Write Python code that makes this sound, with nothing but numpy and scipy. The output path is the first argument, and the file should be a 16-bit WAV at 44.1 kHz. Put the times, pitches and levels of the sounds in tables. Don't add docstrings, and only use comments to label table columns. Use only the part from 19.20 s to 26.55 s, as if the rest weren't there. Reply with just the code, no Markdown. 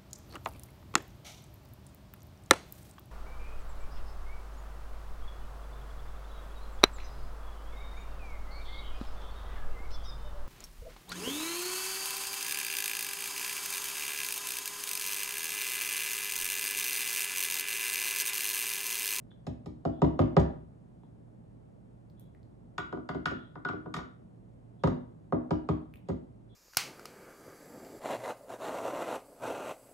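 import sys
import numpy as np
from scipy import signal
from scipy.fft import rfft, irfft, next_fast_len
from scipy.io import wavfile

SR = 44100
rng = np.random.default_rng(int(sys.argv[2]) if len(sys.argv) > 2 else 0)


def write(x):
    x = np.atleast_2d(x).T
    wavfile.write(sys.argv[1], SR, np.round(np.clip(x, -1, 1) * 32767).astype(np.int16))


N = 324135

# (time [s], thud level [dB], knock level [dB], tick level [dB])
RIM_TAPS = [(0.267, -38, -52, -60.5), (0.459, -42, -60.5, -65.5), (0.651, -28.5, -44, -66.5),
            (0.818, -24, -38, -60), (0.845, -34.5, -44, -71), (0.991, -23, -36.5, -59),
            (1.017, -37, -45.5, -71.5), (1.166, -20.5, -27.5, -56.5), (1.197, -42, -53.5, -56),
            (5.636, -25, -30.5, -56.5), (5.673, -29.5, -38.5, -60), (6.123, -24, -34, -81.5),
            (6.307, -27.5, -35.5, -60.5), (6.488, -26.5, -37, -63), (6.886, -31, -53, -62),
            (6.897, -35, -48, -79.5)]
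# (time [s], thud level [dB], knock level [dB], tick level [dB])
STIR_KNOCKS = [(3.58, -41.5, -34.5, -56), (3.725, -33.5, -48.5, -77.5), (3.771, -39.5, -57.5, -105),
               (3.889, -38, -38, -64), (3.946, -32.5, -53.5, -73), (4.056, -39.5, -30, -51),
               (4.112, -35.5, -56, -70), (4.354, -45, -49, -93), (4.449, -38.5, -36, -72),
               (4.487, -39.5, -39.5, -66), (4.53, -35.5, -61, -82), (4.658, -40.5, -52, -100),
               (4.74, -45, -40.5, -51.5), (4.765, -40, -49, -56.5), (4.786, -49, -45, -75),
               (4.802, -46, -56, -88)]
# (deep thud offset [dB], low knock offset [dB], low tick offset [dB],
# share by which the low knock follows the thud [0-1])
RIM_LOW_ENDS = (-4.5, 1.2, 1.34, 0.73)
WALL_LOW_ENDS = (-12, -6, 6, 0.8025)
# (frequency [Hz], relative level [dB], t60 [s])
TABLE_MODES = [(66.44, -7, 0.35), (98.5, 0, 0.2), (117.54, -12, 0.46), (156.6, -8, 0.24), (170.7, 6, 0.11),
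               (196.7, -8.5, 0.22), (245.7, -12.5, 0.35), (263.2, -8, 0.32), (309.8, -12, 0.33),
               (350.1, -5.5, 0.11), (388.7, -3, 0.083), (480.3, -12.5, 0.13), (50.93, -13, 0.27)]
# (frequency [Hz], width [Hz], relative level [dB])
RIM_PEAKS = [(480, 190, 8.5), (543, 65.6, 1), (603.4, 39.2, -5.5), (665.3, 44, 0.5), (712, 210, 1),
             (826.6, 41, -7), (910, 50, -10), (970, 70, 0), (1119, 180, 13.5), (1198.4, 65.6, 0.5),
             (1335, 90, -1), (1654, 210, -1), (1924, 270, -27.5), (1974, 150, -6.5)]
CLEAR_WIDTH_HZ = 9
# (frequency [Hz], width [Hz], relative level [dB])
WALL_PEAKS = [(557, 44, 0), (641, 62, 8), (709.6, 2 * CLEAR_WIDTH_HZ, -5), (794, 55, -0.5), (1002, 81, 7.5),
              (1159, 32, -9.5), (1180, 140, 9.5), (1408, 97, 5), (1458.7, CLEAR_WIDTH_HZ, -7),
              (1667, 80, -9), (1757, 96, -10.5), (2088, 130, -12)]
# (frequency [Hz], relative level [dB])
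SPOON_MODES = [(2776, -7), (3110, -2.5), (3440, -14), (3703, 1), (4750, 2.5), (5200, 5), (6900, 9),
               (8400, -6), (12000, -13)]
# (frequency [Hz], relative level per Hz [dB])
CRACK_SPECTRUM = [(900, -37), (1800, -1), (2570, -6.5), (3730, -8), (5650, -26.5), (7060, -35.5),
                  (9500, -45.5), (12300, -44), (15000, -55)]
# (time [s], ring level [dB], pitch [Hz], snap level [dB])
SMALL_TICKS = [(0.116, -53.5, 1590, -94), (1.835, -51, 900, -85), (2.900, -58.5, 4460, -65),
               (2.997, -69, 4500, -42), (3.008, -77, 4500, -58), (3.149, -54.5, 1950, -72),
               (3.231, -59, 4330, -73), (6.739, -43, 2500, -52), (6.758, -50, 2790, -52),
               (6.772, -58, 3680, -67)]
# (frequency [Hz], relative level [dB], t60 [s])
SNAP_MODES = [(11670, -1.5, 0.0036), (14600, 5, .004)]
# (start [s], length [s], level [dB])
SPOON_SINGING = [(0.106, .03, -65.5), (0.715, .14, -77), (1.828, 0.048, -84), (2.968, 0.15, -80),
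                 (4.095, 0.25, -69), (5.585, 0.12, -81), (6.869, 0.092, -80), (7.287, 0.2, -75)]
# (frequency [Hz], width [Hz], relative level [dB])
SINGING_PEAKS = [(3400, 350, -9.5), (3940, 110, -17.5)]
# (frequency [Hz], t60 [s], relative level [dB])
ROOM_DECAY = [(60, 0.79, -19.5), (260, 0.41, -6), (920, 0.44, -5), (2760, 0.4, -5), (7100, .27, -7),
              (13000, 0.21, -13)]
# (frequency [Hz], relative level per Hz [dB])
AIR_SPECTRUM = [(15, -44), (25, -33), (45, -3.5), (60, -6.5), (105, -6.5), (170, -2), (257, -7.5),
                (353, -13.5), (616, -17), (1290, -33.5), (2400, -44), (6000, -54.5), (8240, -53),
                (12500, -59.5), (14000, -69)]
# (frequency [Hz], likeness [0-1], turn of the right side [rad])
MIC_PAIR = [(60, .6, .05), (170, .8, -.3), (300, .5, -1.1), (500, .7, -2.4), (1200, .45, -2.3),
            (3000, .1, -2.1), (5000, .15, -.4), (6200, .9, 0), (7500, .98, 0), (10300, .85, -.3),
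            (11800, .8, -2.1), (15000, .9, -2.4)]

SPOON_Q = 16
TICK_BASE_T60_S, TICK_CYCLES = 0.00067, 13
TICK_LEAN, SHARP_BOOM, USUAL_TICK_DB = 0.51, 0.36, -30
FIRST_UNTIL_S = 2
FIRST_DEEP_DB, FIRST_LOW_KNOCK_DB, FIRST_LOW_TICK_DB = 3.5, 5.5, 2.5
AIR_DB = -54.5
HUM_HZ, HUM_DB, HUM_LEFT_OVER_RIGHT_DB = 117.3, -63, -13.5
CUTOFF_HZ = 16300

SIZE = next_fast_len(N + SR)
HZ = np.maximum(np.arange(SIZE // 2 + 1) * SR / SIZE, 1)


def from_db(db):
    return 10 ** (np.asarray(db) / 20)


def at_hz(rows, hz, axis=1):
    rows = np.array(rows, float)
    return np.interp(np.log(hz), np.log(rows[:, 0]), rows[:, axis])


def clicks(times_s, gains):
    out = np.full(N, 1e-18)
    index = (np.asarray(times_s) * SR).astype(int)
    np.add.at(out, np.minimum(index, N - 1), gains)
    return out


def diffuse(gain, envelope=1):
    a, b = rfft(rng.standard_normal((2, N)) * envelope, SIZE)
    alike = np.clip(at_hz(MIC_PAIR, HZ), 0, 1)
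    mixed = alike * a + np.sqrt(1 - alike ** 2) * b
    right = mixed * np.exp(1j * at_hz(MIC_PAIR, HZ, axis=2))
    return np.array([a, right]) * gain / np.sqrt(np.mean(gain ** 2))


def as_modes(peaks):
    return [(hz, db, np.log(1000) / (np.pi * width_hz)) for hz, width_hz, db in peaks]


def struck(times_s, low_db, high_db, modes, ends_hz, spread_db, bend_s, turn):
    out = np.zeros((2, N))
    luck = rng.standard_normal((len(times_s), len(modes)))
    for k, (hz, db, t60_s) in enumerate(modes):
        high_share = at_hz(np.transpose([ends_hz, (0, 1)]), hz)
        level_db = low_db + high_share * (high_db - low_db) + db + spread_db * luck[:, k]

        late_s = bend_s * np.sqrt(100 / hz)
        hit = clicks(np.add(times_s, late_s / 2), from_db(level_db))
        swell = np.exp(-2 / (late_s * SR + 1))
        pole = from_db(-60 / (t60_s * SR)) * np.exp(2j * np.pi * hz / SR)
        ring = signal.lfilter([(1 - swell) ** 2], np.poly([pole, swell * pole, swell * pole]), hit)

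        unlike = (1 - at_hz(MIC_PAIR, hz)) * min(hz / 300, 1) ** 2
        mode_turn = turn * unlike * (-1) ** k * rng.uniform(0.64, 0.65)
        pair_turn = at_hz(MIC_PAIR, hz, axis=2) * np.clip(hz / 11000, 0.2, 1)
        side_rad = mode_turn + pair_turn
        out += np.imag(ring * np.exp([[-0.5j * side_rad], [0.5j * side_rad]]))
    return out


def levels(blows, low_ends):
    s, thud_db, knock_db, tick_db = np.transpose(blows)
    deep_db, low_knock_db, low_tick_db, knock_lean = low_ends
    first = s < FIRST_UNTIL_S
    sharpness_db = tick_db - thud_db - USUAL_TICK_DB
    deep = thud_db + deep_db + SHARP_BOOM * sharpness_db + first * FIRST_DEEP_DB
    low_knock = knock_db + knock_lean * (thud_db - knock_db) + low_knock_db + first * FIRST_LOW_KNOCK_DB
    low_tick = tick_db + TICK_LEAN * (knock_db - tick_db) + low_tick_db + first * FIRST_LOW_TICK_DB
    return s, low_knock, knock_db, deep, thud_db, low_tick, tick_db


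def spoon_on(blows, cup_peaks):
    s, knock_low, knock_high, thud_low, thud_high, tick_low, tick_high = blows
    cup = as_modes(cup_peaks)
    spoon = as_modes([(hz, hz / SPOON_Q, db) for hz, db in SPOON_MODES])
    thud = struck(s, thud_low, thud_high, TABLE_MODES,
                  ends_hz=(90, 300), spread_db=3.0, bend_s=0.011, turn=4.55)
    knock = struck(s, knock_low, knock_high, cup,
                   ends_hz=(620, 1300), spread_db=3.0, bend_s=0.006, turn=2.31)
    ring = struck(s, tick_low, tick_high, spoon,
                  ends_hz=(4000, 8000), spread_db=2.0, bend_s=0.0031, turn=2.5)
    return from_db(7.0) * thud + from_db(7.5) * knock + from_db(3.5) * ring


def contact_cracks(blows):
    s, *_, tick_low, tick_high = blows
    treble = 1 / (1 + (6000 / HZ) ** 6)
    spectrum = from_db(at_hz(CRACK_SPECTRUM, HZ))
    rise = np.exp(-1 / (0.0011 * SR))
    out = 0
    for share, level_db, fall_s in ((1 - treble, tick_low + 4, 0.005), (treble, tick_high + 3, 0.008)):
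        fall = np.exp(-1 / (fall_s * SR))
        envelope = signal.lfilter([1 - rise], np.poly([rise, fall]), clicks(s, from_db(level_db)))
        out = out + irfft(diffuse(share * spectrum, envelope), SIZE)[:, :N]
    return out


def small_ticks():
    out = np.zeros((2, N))
    for at_s, db, hz, _ in SMALL_TICKS:
        mode = (hz, 0, TICK_BASE_T60_S + TICK_CYCLES / hz)
        out += struck([at_s], db, db, [mode], ends_hz=(1, 2), spread_db=0, bend_s=0, turn=1)
    s, *_, snap_db = np.transpose(SMALL_TICKS)
    return out + struck(s, snap_db, snap_db, SNAP_MODES, ends_hz=(1, 2), spread_db=2, bend_s=0, turn=1)


def spoon_singing():
    colour = sum(from_db(db) / (1 + (2 * (HZ - hz) / width_hz) ** 2) for hz, width_hz, db in SINGING_PEAKS)
    t = np.arange(N) / SR
    rub = np.zeros(N)
    for start_s, length_s, db in SPOON_SINGING:
        progress = np.clip((t - start_s) / length_s, 0, 1)
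        rub += from_db(db) * np.sin(np.pi * np.sqrt(progress))
    return rub * irfft(diffuse(colour), SIZE)[:, :N]


def room(near):
    t = np.arange(SR) / SR
    noise = diffuse(np.ones(len(HZ)))
    tail = 0
    for hz in 45 * 2 ** np.arange(0, 9, 0.5):
        band = np.cos(np.pi * np.clip(np.log2(HZ / hz), -0.5, 0.5)) ** 2
        fade = from_db(-60 * t / at_hz(ROOM_DECAY, hz)) * (1 - np.exp(-t / 0.0017))
        fade = fade / np.sqrt(np.sum(fade ** 2))
        tail = tail + irfft(noise * band, SIZE)[:, :SR] * fade * from_db(at_hz(ROOM_DECAY, hz, axis=2))
    return irfft(rfft(tail, SIZE) * rfft(1.455 * near[0], SIZE), SIZE)[:, :N]


def ventilation_and_hiss():
    return from_db(AIR_DB) * irfft(diffuse(from_db(at_hz(AIR_SPECTRUM, HZ))), SIZE)[:, :N]


def hum():
    n = np.arange(N)
    steps = N // 2000 + 2
    waver = np.interp(n / 2000, np.arange(steps), rng.standard_normal(steps))
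    tone = from_db(HUM_DB + 1.3 * waver) * np.sqrt(2) * np.sin(2 * np.pi * HUM_HZ * n / SR)
    return tone * from_db([[HUM_LEFT_OVER_RIGHT_DB / 2], [-HUM_LEFT_OVER_RIGHT_DB / 2]])


def scene():
    taps = levels(RIM_TAPS, RIM_LOW_ENDS)
    stirs = levels(STIR_KNOCKS, WALL_LOW_ENDS)
    near = spoon_on(taps, RIM_PEAKS) + spoon_on(stirs, WALL_PEAKS)
    near = near + contact_cracks(np.hstack([taps, stirs])) + small_ticks() + spoon_singing()
    return near + room(near) + ventilation_and_hiss() + hum()


def record(dry):
    thin = signal.sosfilt(signal.butter(2, 40, "high", fs=SR, output="sos"), dry)
    return signal.sosfilt(signal.cheby2(12, 70, CUTOFF_HZ, fs=SR, output="sos"), thin)


dry = scene()
out = record(dry)
write(out)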